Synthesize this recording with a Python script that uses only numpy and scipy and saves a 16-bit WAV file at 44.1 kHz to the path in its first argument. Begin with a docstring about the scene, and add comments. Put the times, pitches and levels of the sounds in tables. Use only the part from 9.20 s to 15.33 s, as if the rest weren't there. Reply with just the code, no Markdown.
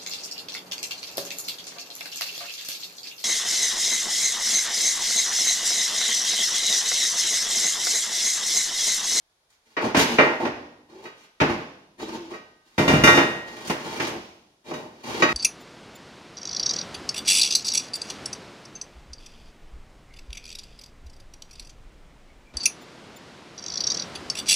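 """A kneeling man works a flat steel plate along the floor of a steel cargo box, in still outdoor air.
First come scrapes and knocks: the edge grinds over grit, and each blow rings plate and floor and
echoes in the box. Near 1.8 s and 3 s the edge sticks and slips, so the floor groans. He sets the plate
down and drags a second one over the sill, with a run of ringing clangs from 3.6 to 4 s.
More scrapes and knocks follow, the last just after 6 s."""
import sys
import numpy as np
from scipy import signal
from scipy.fft import rfft, irfft, next_fast_len
from scipy.io import wavfile

SR = 44100
rng = np.random.default_rng(int(sys.argv[2]) if len(sys.argv) > 2 else 0)


def int16_out(signal):
    """Quantize to a 16-bit WAV file."""
    q = np.round(np.clip(np.atleast_2d(signal).T, -1, 1) * 32767)
    wavfile.write(sys.argv[1], SR, q.astype(np.int16))


N = 270316
RING_S, ATTACK_S = 1.2, 0.033   # length of one ring, and the opening part that sets its level

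# Steel hitting steel. Thud and clang are counted from the strength; more dullness means less treble.
# (time [s], relative strength [dB], thud [dB], clang [dB], dullness [dB per octave], plate ring [dB],
#  clatter fade time [s])
HITS = [(0.566, -27, -24, 2.5, 11.5, -2.5, 0.68), (0.64, -28, -11.5, -12, 6.5, -13, 0.11),
        (0.745, -18.5, -16, -2, 6.5, -18.5, 0.63), (0.767, -26.5, 6, 2.5, 1.5, -6, 0.32),
        (0.984, -12, -18.5, 0, 12, 0.5, 0.54), (1.199, -26.5, -23, -22, 2.5, -6, 0.21),
        (1.25, -24.5, -42, -4.5, 9, -8, 0.15), (1.853, -45.5, -27, 4.5, 9.5, 6, 0.52),
        (2.201, -30.5, -9, 9, 8.5, -7.5, .12), (2.21, -17.5, -4.5, -5, 7.5, -12, 0.32),
        (2.295, -31, 1.5, -4, 7.5, -15, 0.34), (2.797, -44.5, -10, 0, 4, 1, 0.49),
        (3.113, -40, -15, -9, 6.5, -7, 0.56), (3.135, -47.5, -15.5, 8, 10, 11, 0.44),
        (3.579, -18.5, -3, -4, 4.5, 0.5, 0.72), (3.677, -17.5, -5, -1, 4.5, 1.5, 0.74),
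        (3.733, -24, 6, 4, 9, 5, 1), (3.836, -14.5, -7, 0.5, 3, 12, 0.71),
        (3.872, -15, -16.5, 4.5, 6.5, 11.5, 0.81), (3.945, -22.5, -10, 2.5, 4.5, 27.5, 0.75),
        (3.972, -14, -25.5, -3.5, 8, -6.5, .31), (4.471, -47, 4, 2.5, -2, -8, 0.3),
        (4.496, -24, -6.5, -4, 3.5, -10.5, 0.27), (4.653, -40.5, 0, -26, 25, 19, .19),
        (4.798, -29.5, -9.5, 3, 5.5, -9, 0.23), (4.867, -31, -12.5, -5.5, 1.5, -21, 0.35),
        (5.51, -30.5, -11, -13, 5, 0, 0.23), (5.535, -37, -15, -2, 3, 1, .55),
        (6.021, -16.5, -14.5, 1.5, 7, 3, 0.21), (6.087, -37, -12, 14, 12, 16, 0.16)]
# When the plate lying over the sill rings rather than the held one: (start [s], end [s])
SILL_TIMES = [(0.7, 1.4), (3.5, 5.0)]
def blows(steel, swell_s=0.0033, crack_db=-5.5, full_ring_db=14.5, edge_octaves=1.22, grit_octaves=3.03):
    """Each blow swells as the edge settles, cracks and dies away; a blunter blow has less treble."""
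    out = np.zeros((2, N))
    t = np.arange(round(RING_S * SR)) / SR
    attack = (1 - np.exp(-t / swell_s)) * (1 + from_db(crack_db) * fade(t, 0.058))
    for start, strength_db, thud_db, clang_db, dullness, ring_db, t60 in HITS:
        on_sill = any(begin < start < end for begin, end in SILL_TIMES)
        free_db = min(ring_db - full_ring_db, 0)   # a freer plate keeps more of its ring
        bands = struck_steel(steel, sill_share=0.97 if on_sill else 0.05, clatter_t60=t60,
                             plate_db=ring_db, floor_db=-6.5, damping_t60=1.84 * t60, free_db=free_db)
        edge_db = clang_db - dullness * edge_octaves
        grit_db = clang_db - dullness * grit_octaves
        for db, band in zip([thud_db, 0, clang_db, edge_db, grit_db], bands):
            hit = band * attack
            add(out, hit * from_db(strength_db + db) / attack_rms(hit), start)
    return out


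# The notes (modes) of the plate over the sill, the plate in his hands and the steel floor.
# Each table: (pitch [Hz], relative level [dB], fade time [s])
SILL_PLATE_NOTES = [(1120, -15, 0.5), (1238, -12, 0.65), (1394, -3, 0.85), (1540, -4, 0.65),
                    (1701, -7, 0.85), (1890, 2, 1.0), (2056, 0, 0.85), (2094, -15, 0.78), (2347, 1, 0.48),
                    (2503, -10, 0.72), (2751, -8, 0.55), (2842, -3, 0.72), (2891, -20, 0.68),
                    (2977, -22, 0.67), (3607, -7, 0.55), (3682, -7, 0.68), (4506, -23, 0.56),
                    (4683, -14, 0.55), (5006, -28, 0.53), (5286, -27, 0.52), (5367, -28, 0.51),
                    (5809, -13, 0.48), (6158, -24, 0.48), (6347, -27, 0.48), (6864, -33, 0.46),
                    (7041, -32, 0.45), (7095, -35, 0.45), (8285, -36, 0.42), (11084, -36, 0.37),
                    (11536, -40, 0.36)]
HELD_PLATE_NOTES = [(1126, -3, .35), (1238, -8, 1.1), (1292, -3, .3), (1542, -7, 1.0), (1884, -1, .85),
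                    (1912, 1, .25), (2030, -3, .3), (2363, -6, .6), (2530, -5, .35), (2885, -6, .8),
                    (2977, -12, .8), (3836, -2, .6), (4690, -8, .7), (5006, -18, .5), (5785, -16, .45),
                    (6352, -17, .35), (6589, -13, .35)]
FLOOR_NOTES = [(109.5, -4.5, 0.55), (147.8, 4.5, 0.79), (250.7, -4, 0.31), (279.8, 7.5, 0.36),
               (339.8, 6, 0.74), (437.7, 3, 0.72), (494.2, 0.5, 0.42), (653, -19, 0.35), (616, 7, 0.78),
               (866, 2, 0.5), (904, 0.5, 1)]
def steel_notes():
    """Bending steel rings at its own notes: yield each part's pitches and fading sine and cosine waves."""
    t = np.arange(round(RING_S * SR)) / SR
    for notes in (SILL_PLATE_NOTES, HELD_PLATE_NOTES, overtones(), FLOOR_NOTES):
        hz, db, t60 = np.transpose(notes)
        angle = 2 * np.pi * hz[:, None] * t
        decay = from_db(db)[:, None] * fade(t, t60[:, None])
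        yield hz, np.vstack([np.sin(angle) * decay, np.cos(angle) * decay]).astype(np.float32)


def ringing(part, spread_db=1.65):
    """Steel struck at a random spot: each note gets its own strength, and its own phase at each ear."""
    hz, waves = part
    strength = from_db(spread_db * rng.standard_normal(len(hz)))
    ear_gap = np.arccos(at_hz(EAR_LIKENESS, hz)) * (-1) ** np.arange(len(hz))
    phase = rng.uniform(0, 2 * np.pi, len(hz)) + ear_gap * [[0], [1]]
    ring = np.hstack([strength * np.cos(phase), strength * np.sin(phase)]).astype(np.float32) @ waves
    return ring / attack_rms(ring)


# The many weak notes of floor and walls, blurred into noise: (frequency [Hz], relative level [dB])
CLATTER_TONE = [(26, -58.5), (45, -20), (112, -11.5), (139, -8), (187, -7), (391, -5.5), (539, -7),
                (1020, -9), (1300, -11), (1480, -8), (5040, -17), (5430, -18.5), (7650, -29.5),
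                (9550, -35.5), (16000, -45.5)]
# The echo of the box, one row for each band from thud to grit: (relative level [dB], fade time [s])
BOX_ECHO = [(-15.5, 0.93), (-13.5, 0.87), (-3, 0.65), (-10, 0.84), (-14.5, 0.91)]
def struck_steel(steel, sill_share, clatter_t60, plate_db, floor_db, damping_t60, free_db):
    """One touch gives a quick clatter, the echo of the box and clear notes, split into five bands."""
    t = np.arange(round(RING_S * SR)) / SR
    clatter = stereo_noise(CLATTER_TONE, len(t))
    sill, held, high, floor = (ringing(part) for part in steel)
    plates = np.sqrt(sill_share) * sill + np.sqrt(1 - sill_share) * held + from_db(-19) * high
    # Hands and floor soak up the ring, except for the share that stays free.
    damping = np.hypot(fade(t, damping_t60), from_db(free_db))
    notes = (from_db(plate_db) * plates + from_db(floor_db) * floor) * damping
    bands = []
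    for index, (echo_db, echo_t60) in enumerate(BOX_ECHO):
        decay = np.hypot(fade(t, clatter_t60), from_db(echo_db) * fade(t, echo_t60))
        bands.append(one_band(clatter * decay + notes, index))
    return bands


def overtones(count=80, t60_at_3khz=0.81):
    """A plate's high notes are about evenly spaced, and the higher ones die sooner."""
    hz = np.linspace(2600, 15000, count) + rng.uniform(-70, 70, count)
    db = at_hz(CLATTER_TONE, hz) + rng.normal(0, 1, count)
    return np.column_stack([hz, db, t60_at_3khz * np.sqrt(3000 / hz)])


# Pushes of the edge along the floor:
# (start [s], length [s], relative level [dB], growth over the push [dB], bite into grit [dB])
PUSHES = [(0.286, 0.048, -74, -3, 19), (0.448, .09, -68.5, 0, 11), (0.605, 0.089, -24, -9, -6),
          (0.757, 0.059, -24.5, -1, 8), (0.87, 0.11, -32, -6, 0), (1.191, 0.078, -26.5, -0.5, -8),
          (1.3, .07, -43, 4, -13), (1.678, .15, -51, 2, -1), (1.824, 0.042, -46, 9, 2.5),
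          (1.924, .11, -61, 4.5, 9.5), (2.269, 0.067, -29.5, -5, -5.5), (2.36, 0.059, -38, -2, -8),
          (2.775, .175, -38, 4, -0.5), (2.965, 0.18, -48, 9.5, 0), (3.44, .13, -66, 0.5, 10.5),
          (4.257, 0.21, -43, 9, 4.5), (4.556, 0.22, -39.5, 15, 3), (4.803, .04, -33, 2, 2),
          (4.897, 0.078, -35, -5, -13), (5.004, 0.071, -51, 0.5, -1), (5.436, 0.059, -41.5, 12.5, 0.5),
          (5.544, 0.14, -42, -10, -9.5), (5.697, .12, -54.5, 10, 1.5), (5.824, 0.18, -33, 10.5, 1.5),
          (6.064, .07, -37, 3, 0)]
# A scrape's tone, one row for each band: (relative level [dB], gain from bite [dB per dB])
SCRAPE_TONE = [(-8.5, 0), (-0.5, 0), (-8.5, 0.9), (-7.5, 1), (-16.5, 1.37)]
def scraping(steel):
    """Tiny slips shake the steel. Pressed down, the plate hardly rings; more bite gives more treble."""
    pushes = np.array([push(*shape) for *shape, _ in PUSHES])
    bite_db = np.array(PUSHES)[:, -1]
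    force = slips()
    bands = struck_steel(steel, sill_share=0.45, clatter_t60=0.15,
                         plate_db=-8, floor_db=-8, damping_t60=0.13, free_db=-17)
    out = np.zeros((2, N))
    for (db, bite_gain), band in zip(SCRAPE_TONE, bands):
        pressure = from_db(db + bite_gain * bite_db) @ pushes
        one_slip = band / np.sqrt(np.sum(band ** 2) / 2)
        out += signal.fftconvolve((force * pressure)[None], one_slip, axes=1)[:, :N]
    return out


def slips(per_s=1300, spread_db=3.5, rough_db=2.5, rough_hz=70.96):
    """The edge slips over rust and grit in tiny kicks of uneven size, stronger in bunches."""
    sizes = from_db(spread_db * np.minimum(rng.exponential(1, N), 4)) * rng.choice([-1, 1], N)
    slipping = rng.random(N) < per_s / SR
    kicks = sizes * slipping * from_db(rough_db * wander(rough_hz))
    return kicks / rms(kicks)


def push(start, length, level_db, growth_db, grip_s=0.016, let_go_s=0.025):
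    """The loudness of one push: the edge grips, the pressure grows or eases, the edge lets go."""
    t = np.arange(N) / SR - start
    contact = np.clip(np.minimum(t / grip_s, 1 + (length - t) / let_go_s), 0, 1)
    touching = contact > 0
    progress = np.minimum(t[touching] / length, 1)
    contact[touching] *= from_db(level_db + growth_db * (progress - 0.5))
    return contact


# Groans from the dragged edge: (start [s], length [s], level [dB], growth [dB], pitch [Hz])
GROANS = [(1.739, .06, -48, 5, 380), (1.83, 0.027, -41, 14, 355.4), (2.798, 0.15, -37.5, 7, 322),
          (2.972, 0.17, -39, -2, 337.6), (3.112, 0.054, -31, -14, 339)]
def judder(pitch_waver=0.038, rough_db=-3.5):
    """The edge sticks and slips at a nearly steady rate, and the floor groans."""
    uneven_time = (np.arange(N) + np.cumsum(pitch_waver * wander(hz=79))) / SR
    groan = sum(push(*shape) * np.sin(2 * np.pi * hz * uneven_time) for *shape, hz in GROANS)
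    return groan * from_db(rough_db * wander(hz=39.55))


# The tone of still outdoor air: (frequency [Hz], relative level [dB])
AIR_TONE = [(18, -31), (30, -5), (252, -15.5), (740, -9), (1320, -13), (2410, -15), (2610, -18),
            (2830, -18.5), (3400, -13), (9970, -20.5), (16000, -38.5)]
def outdoor_air(level_db=-68.5):
    """The air is a faint, steady hush behind everything."""
    return from_db(level_db) * stereo_noise(AIR_TONE, N)


# How alike the two ears hear a sound: (frequency [Hz], likeness [1 = the same, 0 = unrelated])
EAR_LIKENESS = [(60, 1), (150, 0.98), (350, 0.96), (700, 0.46), (1400, -0.14), (3000, -0.11), (12000, 0.08)]
def stereo_noise(tone, size):
    """Noise with the given tone and an average level of 1, alike at both ears only in the bass."""
    padded = next_fast_len(size)
    hz = np.fft.rfftfreq(padded, 1 / SR)
    mid, side = rfft(rng.standard_normal((2, padded)))
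    alike = at_hz(EAR_LIKENESS, hz)
    ears = np.sqrt(1 + alike) * mid + np.sqrt(1 - alike) * side * [[1], [-1]]
    noise = irfft(ears * from_db(at_hz(tone, hz)), padded)[:, :size]
    return noise / rms(noise)


# The five bands of the steel's sound, named thud, body, clang, edge and grit: (low [Hz], high [Hz])
BANDS = [(45, 250), (250, 1000), (1000, 2620), (2620, 7000), (7000, 15900)]
# Which way each band leans: (left level minus right level [dB])
LEAN_DB = [0, -0.5, -1, -0.5, -1.3]
def one_band(sound, index):
    """Keep one band of a stereo sound and set its left-right balance."""
    band = signal.sosfilt(signal.butter(4, BANDS[index], "band", fs=SR, output="sos"), sound)
    return band * from_db(np.array([[1], [-1]]) * LEAN_DB[index] / 2)


def from_db(db):
    """Turn decibels into a number to multiply by."""
    return 10 ** (np.asarray(db) / 20)


def rms(sound):
    """The average level of a sound (root mean square)."""
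    return np.sqrt(np.mean(sound ** 2) + 1e-20)


def attack_rms(sound):
    """The average level of a sound's opening moment."""
    return rms(sound[:, :round(ATTACK_S * SR)])


def fade(t, t60):
    """Die away by 60 dB in t60 seconds, the fade time."""
    return np.exp(-np.log(1000) * t / t60)


def at_hz(points, hz):
    """Read between a table's rows, giving every octave the same width."""
    row_hz, value = np.transpose(points)
    return np.interp(np.log(hz + 0.0012), np.log(row_hz), value)


def wander(hz):
    """A random drift, about 1 in size, that heads for a new value hz times a second."""
    targets = rng.standard_normal(4096)
    return np.interp(np.arange(N) * hz / SR, np.arange(len(targets)), targets) / np.sqrt(2 / 3)


def add(out, sound, start_s):
    """Mix a sound in at its start time."""
    i = round(start_s * SR)
    out[:, i:i + sound.shape[1]] += sound[:, :N - i]


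def scene():
    """Blows, scraping and judder over quiet air."""
    steel = list(steel_notes())
    return from_db(-2) * blows(steel) + scraping(steel) + judder() + outdoor_air()


def record(dry, dip_hz=7900, dip_depth=0.5, cutoff_hz=15900):
    """The microphone softens the sound near 8 kHz, clips the peaks and cuts the highest treble."""
    dip_b, dip_a = signal.iirpeak(dip_hz, Q=4, fs=SR)
    softened = dry - dip_depth * signal.lfilter(dip_b, dip_a, dry)
    treble_cut = signal.ellip(10, 0.1, 80, cutoff_hz, fs=SR, output="sos")
    return signal.sosfilt(treble_cut, np.clip(softened, -1, 1))


dry = scene()
out = record(dry)
int16_out(out)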